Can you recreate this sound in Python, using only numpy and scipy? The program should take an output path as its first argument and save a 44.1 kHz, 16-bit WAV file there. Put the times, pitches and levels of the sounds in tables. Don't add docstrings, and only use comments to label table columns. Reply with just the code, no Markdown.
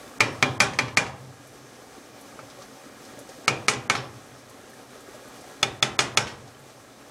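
import sys
import numpy as np
from scipy import signal
from scipy.fft import rfft, irfft
from scipy.io import wavfile
from scipy.ndimage import uniform_filter1d

SR = 44100
rng = np.random.default_rng(int(sys.argv[2]) if len(sys.argv) > 2 else 0)


def wrap_up_sound(samples):
    columns = np.atleast_2d(samples).T
    tamed = np.clip(columns, -1, 1)
    steps = np.round(tamed * 32767).astype(np.int16)
    wavfile.write(sys.argv[1], SR, steps)


def how_loud(loudness_db):
    steps = np.asarray(loudness_db, float) / 20
    return 10 ** steps


N = 313330


def level(x, db):
    return x * how_loud(db) / np.sqrt(np.mean(x ** 2))


def fade(t, t60):
    return np.exp(-np.log(1000) * t / t60)


def add(out, s, x):
    i = int(s * SR)
    out[i:i + len(x)] += x[:len(out) - i]


def colour(x, table):
    hz, db = np.transpose(table)
    f = np.maximum(np.fft.rfftfreq(len(x), 1 / SR), 1)
    gain = how_loud(np.interp(np.log(f), np.log(hz), db))
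    return irfft(rfft(x) * gain, len(x))


def band(x, hz, width):
    low = hz / (1 + width / 2)
    high = min(hz * (1 + width / 2), SR / 2 - 500)
    return signal.sosfilt(signal.butter(2, [low, high], "band", fs=SR, output="sos"), x)


def split(x, centres):
    f = np.log(np.maximum(np.fft.rfftfreq(len(x), 1 / SR), 1))
    spectrum = rfft(x)
    return [irfft(spectrum * np.interp(f, np.log(centres), row), len(x)) for row in np.eye(len(centres))]


def walk(rate):
    hold = int(SR / rate)
    steps = np.repeat(rng.standard_normal(N // hold + 1), hold)
    return 1.3 * uniform_filter1d(uniform_filter1d(steps, hold), hold)[:N]


# (f/Hz, t60/s, level/dB)
KITCHEN = [(102, 0.72, -21.5), (252, 0.73, -18.5), (606, 0.6, -20), (1500, 0.41, -22.5),
           (4100, 0.35, -28.5), (10000, 0.14, -49)]


def kitchen(x):
    t = np.arange(SR) / SR
    hz, t60, db = np.transpose(KITCHEN)
    parts = split(rng.standard_normal(SR), hz)
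    tail = sum(how_loud(d) * part * fade(t, s) for part, s, d in zip(parts, t60, db))
    tail = tail * (1 - fade(t, 0.0061)) * how_loud(-8.5)
    return signal.fftconvolve(x, tail)[:N]


def after_blows(attack_s, release_s):
    since = np.maximum(np.arange(N) / SR - np.array(KNOCKS)[:, :1], 0)
    return np.sum((1 - np.exp(-since / attack_s)) * np.exp(-since / release_s), axis=0)


def bubble(hz, cycles, glide):
    turn = np.arange(int(2 * cycles * SR / hz)) * hz / SR
    tone = np.sin(2 * np.pi * turn * (1 + glide * turn / cycles))
    return tone * np.exp(-3 * turn / cycles)


# (f/Hz, width/Hz, level/dB)
HOLLOW = [(760, 26, 4.5), (970, 70, -5.5), (1250, 310, 2.5), (1653, 57, 7), (1870, 67, 4), (2070, 130, 1),
          (2400, 200, 3), (6030, 990, 6.5)]


def hollow(x):
    f = np.fft.rfftfreq(N, 1 / SR)
    bells = sum(db * np.exp(-((f - hz) / width_hz) ** 2 * 2) for hz, width_hz, db in HOLLOW)
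    return irfft(rfft(x) * how_loud(bells), N)


# (f/Hz, density level/dB)
BROTH = [(15, -61.5), (25, -35), (43, -5), (87, -21), (124, -4), (178, -19.5), (197, -8.5), (288, -0.5),
         (331, -22), (374, -6.5), (536, -4.5), (668, -8), (1270, -13), (2660, -20), (3000, -18.5),
         (3900, -86), (6600, -120)]
# (f/Hz, density level/dB)
STEAM = [(1410, -27), (2400, -5.5), (2680, -25), (3070, -1), (3320, 1), (5270, -1.5), (5750, -5.5),
         (7890, -1.5), (15100, -14), (16000, -22)]


def soup():
    high_db = 3 - 1.93 * after_blows(attack_s=0.027, release_s=1.36)
    low_db = high_db + 4.5 * after_blows(attack_s=0.026, release_s=0.15)
    grains = np.zeros(N)
    for at, pitch, size in rng.random((6000, 3)):
        loudness = how_loud(-3.0 * np.log(size + 0.0066))
        add(grains, at * N / SR, loudness * bubble(260 * 9 ** pitch ** 1.2, cycles=4, glide=0.093))
    rumble = level(colour(rng.standard_normal(N), BROTH), -49.0)
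    hiss = level(colour(rng.standard_normal(N), STEAM), -55)
    out = level(grains, -53.0) * how_loud(low_db)
    swell = walk(24.91)
    bands_hz = 30 * 2 ** np.arange(0, 9.1, .5)
    for hz, part in zip(bands_hz, split(rumble + hiss, bands_hz)):
        share = np.clip(np.log2(hz / 800) / 2, 0, 1)
        band_db = (1 - share) * low_db + share * high_db
        out = out + part * how_loud(band_db + .8 * swell + .8 * walk(22))
    return hollow(out)


# (t/s, peak level/dB, f/Hz)
POPS = [(1.53, -43, 420), (1.553, -39, 366), (1.79, -38, 515), (1.824, -41, 278), (2.356, -39, 303),
        (2.391, -26.5, 1290), (2.43, -34.5, 516), (2.589, -33, 549), (2.863, -35.5, 285), (3.085, -41, 238),
        (3.183, -32, 565), (3.213, -36, 560), (3.256, -36, 292), (3.291, -31.5, 522), (3.391, -36, 387),
        (4.589, -39, 564), (4.733, -43, 388), (4.825, -46, 547), (4.957, -40, 590), (5.086, -32, 385),
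        (5.145, -34, 605), (5.224, -37, 540), (5.441, -39, 720),
        (1.965, -40, 417),
    (2.6, -35, 560),
    (2.617, -35, 1130),
    (2.325, -40, 1200),
    (4.512, -41, 1040),
    (4.6, -42, 1330),
    (4.734, -39, 1770),
    (6.474, -37, 750),
    (6.548, -45, 3050),
    (6.95, -55, 500),
]
# (t/s, level/dB, centre f/Hz)
SPITS = [(1.469, -51, 8950), (2.21, -48.5, 8900), (2.499, -44.5, 4400), (2.62, -45, 5000),
         (3.05, -47, 5000), (3.189, -44, 7900), (3.29, -45, 6000), (4.38, -54, 5060), (4.495, -49, 8100),
         (4.696, -54, 10000), (4.735, -52, 7000), (5.005, -51, 8000), (5.146, -52, 6000),
         (5.28, -54, 10000), (5.41, -49, 7000), (6.475, -49.5, 5000), (6.591, -55, 8000), (6.70, -52, 4960)]


def bursts():
    out, t = np.zeros(N), np.arange(SR // 6) / SR
    for s, db, hz in POPS:
        add(out, s, how_loud(db - 3) * bubble(hz, cycles=7 + hz / 70, glide=.03))
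    for s, db, hz in SPITS:
        puff = level(band(rng.standard_normal(len(t)), hz, 0.8), db)
        add(out, s, puff * fade(t, 0.09) * (1 - fade(t, 0.0071)))
    return out


# (t/s, level/dB, centre f/Hz, t60/s)
JINGLES = [(.619, -33, 10000, .1), (.622, -29, 5500, .09), (.27, -46, 5450, .3), (3.697, -31, 6300, .07),
           (3.699, -31, 8200, .06), (3.697, -37, 10500, .07), (6.006, -30, 5500, .07),
           (5.634, -33, 3570, .25), (5.83, -36, 3500, .2), (6.2, -40, 5400, .35), (3.49, -30, 2405, .3),
           (3.955, -40, 5400, .3)]


def jingles():
    out, t = np.zeros(N), np.arange(SR // 3) / SR
    for s, db, hz, t60 in JINGLES:
        add(out, s, level(band(rng.standard_normal(len(t)), hz, 0.05), db) * fade(t, t60))
    return out


# (f/Hz, width/Hz, t60/s, level/dB)
STOVE = [(99.7, 30, 1.7, -41.5), (127.6, 25.4, 2.15, -38.5), (180, 43, 0.28, -54), (126, 20.3, 0.4, -27.5),
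         (258.3, 53, 0.25, -29), (397.8, 33, 0.37, -31.5), (560, 103, 0.43, -31.5)]


def stove(t, bright_db):
    thud, thud_db = 0, min(-2.5 - 0.82 * bright_db, 16)
    for hz, width_hz, t60, db in STOVE:
        rough = level(band(rng.standard_normal(SR * 3), hz, width_hz / hz)[SR:], 0)
        hum = how_loud(db + thud_db) * (.5 * np.sin(2 * np.pi * hz * t) + 1.3 * rough)
        thud = thud + hum * fade(t, t60) * (1 - fade(t, 0.021))
    return thud


def ring(t, modes, place, bright_db, signs):
    out = 0
    for sign, (hz, t60, *db) in zip(signs, modes):
        gain_db, detune, phase = rng.standard_normal(3) * [.8, .0015, .1]
        place_db = np.interp(place, np.arange(len(db)), db)
        gain = sign * how_loud(place_db + gain_db + bright_db * np.log2(hz / 2000) / 2)
        out = out + gain * np.sin(2 * np.pi * hz * (1 + detune) * t + phase) * fade(t, t60)
    return out


# (f/Hz, density level/dB)
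CLATTER = [(60, -11), (150, -9), (700, -6.5), (1300, -3.5), (2300, -4.5), (3500, -7), (6500, -9),
           (10000, -20), (13000, -32), (16000, -58)]
# (f/Hz, t60/s, level/dB at place 0, at place 1, at place 2)
HANDLE = [(1290, 0.017, -12.5, -17.5, -12), (2242, 0.03, -31, -23, -7), (3630, 0.052, -32, -28, -16),
          (4205, 0.0053, -5, -23, -23), (5280, 0.03, -13, -20, -6.5), (6740, 0.026, -18, -21, -8),
          (9200, 0.02, -30, -19.5, -22)]
# (f/Hz, t60/s, level/dB at place 0, at place 1, at place 2)
PAN = [(593, 0.097, -18, -20, -12), (800, 0.18, -21.5, -22.5, -13), (877, 0.15, -23, -18.5, -18),
       (1060, 0.13, -23, -25, -24), (1194, 0.057, -14, -8.5, -15), (1302, 0.05, -16, -3.5, -5),
       (1626, 0.017, -9, -3.5, -2.5), (1812, 0.023, -7, -12, -10), (1950, 0.054, -8.5, -25, -7.5),
       (2026, 0.045, -7.5, -31, -13), (2208, 0.044, -3, -2, -3.5), (2377, 0.11, -8.5, -14, -18),
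       (2416, 0.16, -11.5, -28, -14), (2540, 0.031, -6, -14, -4),
       (2876, 0.051, -21.5, -11, -7.5), (3206, 0.029, -18, -17, -9.5), (3378, 0.032, -25, -24, 3),
       (3520, 0.03, -18, -31, 3.5), (4102, 0.03, -12.5, -12, -15), (4290, 0.034, -19, -16.5, -6.5),
       (4600, 0.036, -14.5, -14.5, -27), (4990, 0.021, -9, -14, -2.5), (5080, 0.027, -30, -20, -13),
       (5900, 0.043, -15.5, -19, -10.5), (6260, 0.011, -15, -19.5, -18), (6480, 0.037, -21, -17, -7),
       (7820, 0.025, -13, -30, -15), (7880, 0.016, -13, -24, -17)]


def knock(place, bright_db, rattle_db):
    t = np.arange(2 * SR) / SR
    short = t[:SR // 3]
    blow, wall = np.zeros(len(t)), np.zeros(len(t))
    click = -np.exp(-((np.arange(14) - 6) / 2.7) ** 2)
    add(blow, 0, how_loud(-1) * click)
    noise = level(colour(rng.standard_normal(len(short)), CLATTER), 0)
    noise = noise + (how_loud(bright_db) - 1) * band(noise, 7600, 1.0)
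    crack = how_loud(-15) * fade(short, 0.044)
    rattle = how_loud(rattle_db - 8.5) * fade(short, 0.22) * (1 - fade(short, 0.033))
    add(blow, .0003, noise * (crack + rattle))
    add(wall, 0, how_loud(-4.0) * ring(short, HANDLE, place, bright_db, -np.ones(len(HANDLE))))
    metal = PAN
    pan = ring(short, metal, place, bright_db, (-1) ** np.arange(len(metal)))
    add(wall, 0, how_loud(-3.5) * pan * (1 - fade(short, 0.0015)))
    return blow + wall + stove(t, bright_db), blow + how_loud(-19) * wall


# (t/s, peak level/dB, place on the rim 0-2, brightness level/dB, rattle level/dB)
KNOCKS = [(0.205, -1.5, 0.2, -1, -15.5), (0.4257, -2.5, 0.13, -2, -21), (.6028, -2, 0.13, 3, -11.5),
          (0.7882, -6, 0.08, -1, -16.5), (0.9715, -2.5, 0.065, 3.5, -15.5), (3.4789, -3, 1.05, 3.5, -19.5),
          (3.6824, -3, 0.87, 5, -12.5), (3.898, -5.5, 1.1, 2, -13), (5.6288, -8, 1.92, 1.5, -15),
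          (5.826, -8.5, 2, 2, -10), (5.99, -6, 1.71, 2.5, -8.5), (6.1726, -4.5, 1.74, 4.5, -13.5)]
# (t/s, peak level/dB, place 0-2, brightness level/dB, rattle level/dB)
REBOUNDS = [
    (0.618, -17.5, 0.11, -16, -28),
    (0.734, -31, 0.1, 3, -4),
    (0.881, -28.5, 0.1, -6, -9),
    (1.065, -29, 0.1, -2, -5),
    (3.735, -29, 1.8, 8, -17),
    (3.951, -16.5, 1.4, -6, -6),
    (6.004, -22.5, 1.5, 15, -12),
    (6.269, -32.5, 1.8, -3, 6),
    (2.3933, -37, 1.1, -19, -8),
]


def spoon():
    out, send = np.zeros(N), np.zeros(N)
    for s, db, place, *touch in KNOCKS + REBOUNDS:
        near, far = knock(place, *touch)
        add(out, s, how_loud(db) * near)
        add(send, s, how_loud(db) * far)
    return out + jingles() + kitchen(send)


def scene():
    return (spoon() + bursts() + soup())[None]


def starve(x):
    frame, offset = 1024, 560
    gate, lead = np.zeros(N), np.zeros(N)
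    for s, db, *_ in KNOCKS[:3] + KNOCKS[4:]:
        hit = int(s * SR)
        start = offset + int((np.floor((hit - offset) / frame - .5) + .5) * frame)
        block = offset + 64 + ((hit - offset - 64) // 128 - 1) * 128
        gate[start:block] = 1
        lead[block:hit] = how_loud(db - 42.0)
    f = np.fft.rfftfreq(N, 1 / SR)
    treble = irfft(rfft(x * (lead <= 0)) * np.clip(f / 300 - 7, 0, 1), N)
    noise = level(colour(rng.standard_normal(N), CLATTER), 0)
    return x - treble * uniform_filter1d(gate, 48) + noise * uniform_filter1d(lead, 48)


def holes(x):
    f, t, z = signal.stft(x, SR, nperseg=1024)
    since = t - np.array(KNOCKS)[:, :1] - .018
    need = np.max((since > 0) * np.exp(-np.maximum(since, 0) / .14), axis=0)
    dice = rng.random((len(f) // 3 + 1, len(t) // 4 + 1))
    dice = np.repeat(np.repeat(dice, 3, axis=0), 4, axis=1)[:len(f), :len(t)]
    share = .9 * np.clip((f[:, None] - 10000) / 4500, 0, 1) * need
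    return signal.istft(z * (dice > share), SR, nperseg=1024)[1][:N]


def top_cut(x):
    return signal.sosfilt(signal.butter(12, 16650, fs=SR, output="sos"), x)


def record(dry):
    x = signal.sosfilt(signal.butter(3, 60, "high", fs=SR, output="sos"), dry)
    x = 0.79 * np.tanh(x / 0.81)
    x = signal.sosfiltfilt(signal.ellip(6, .1, 18, 15800, fs=SR, output="sos"), x)
    x = holes(starve(x[0]))[None]
    return top_cut(x)


dry = scene()
out = record(dry)
wrap_up_sound(out)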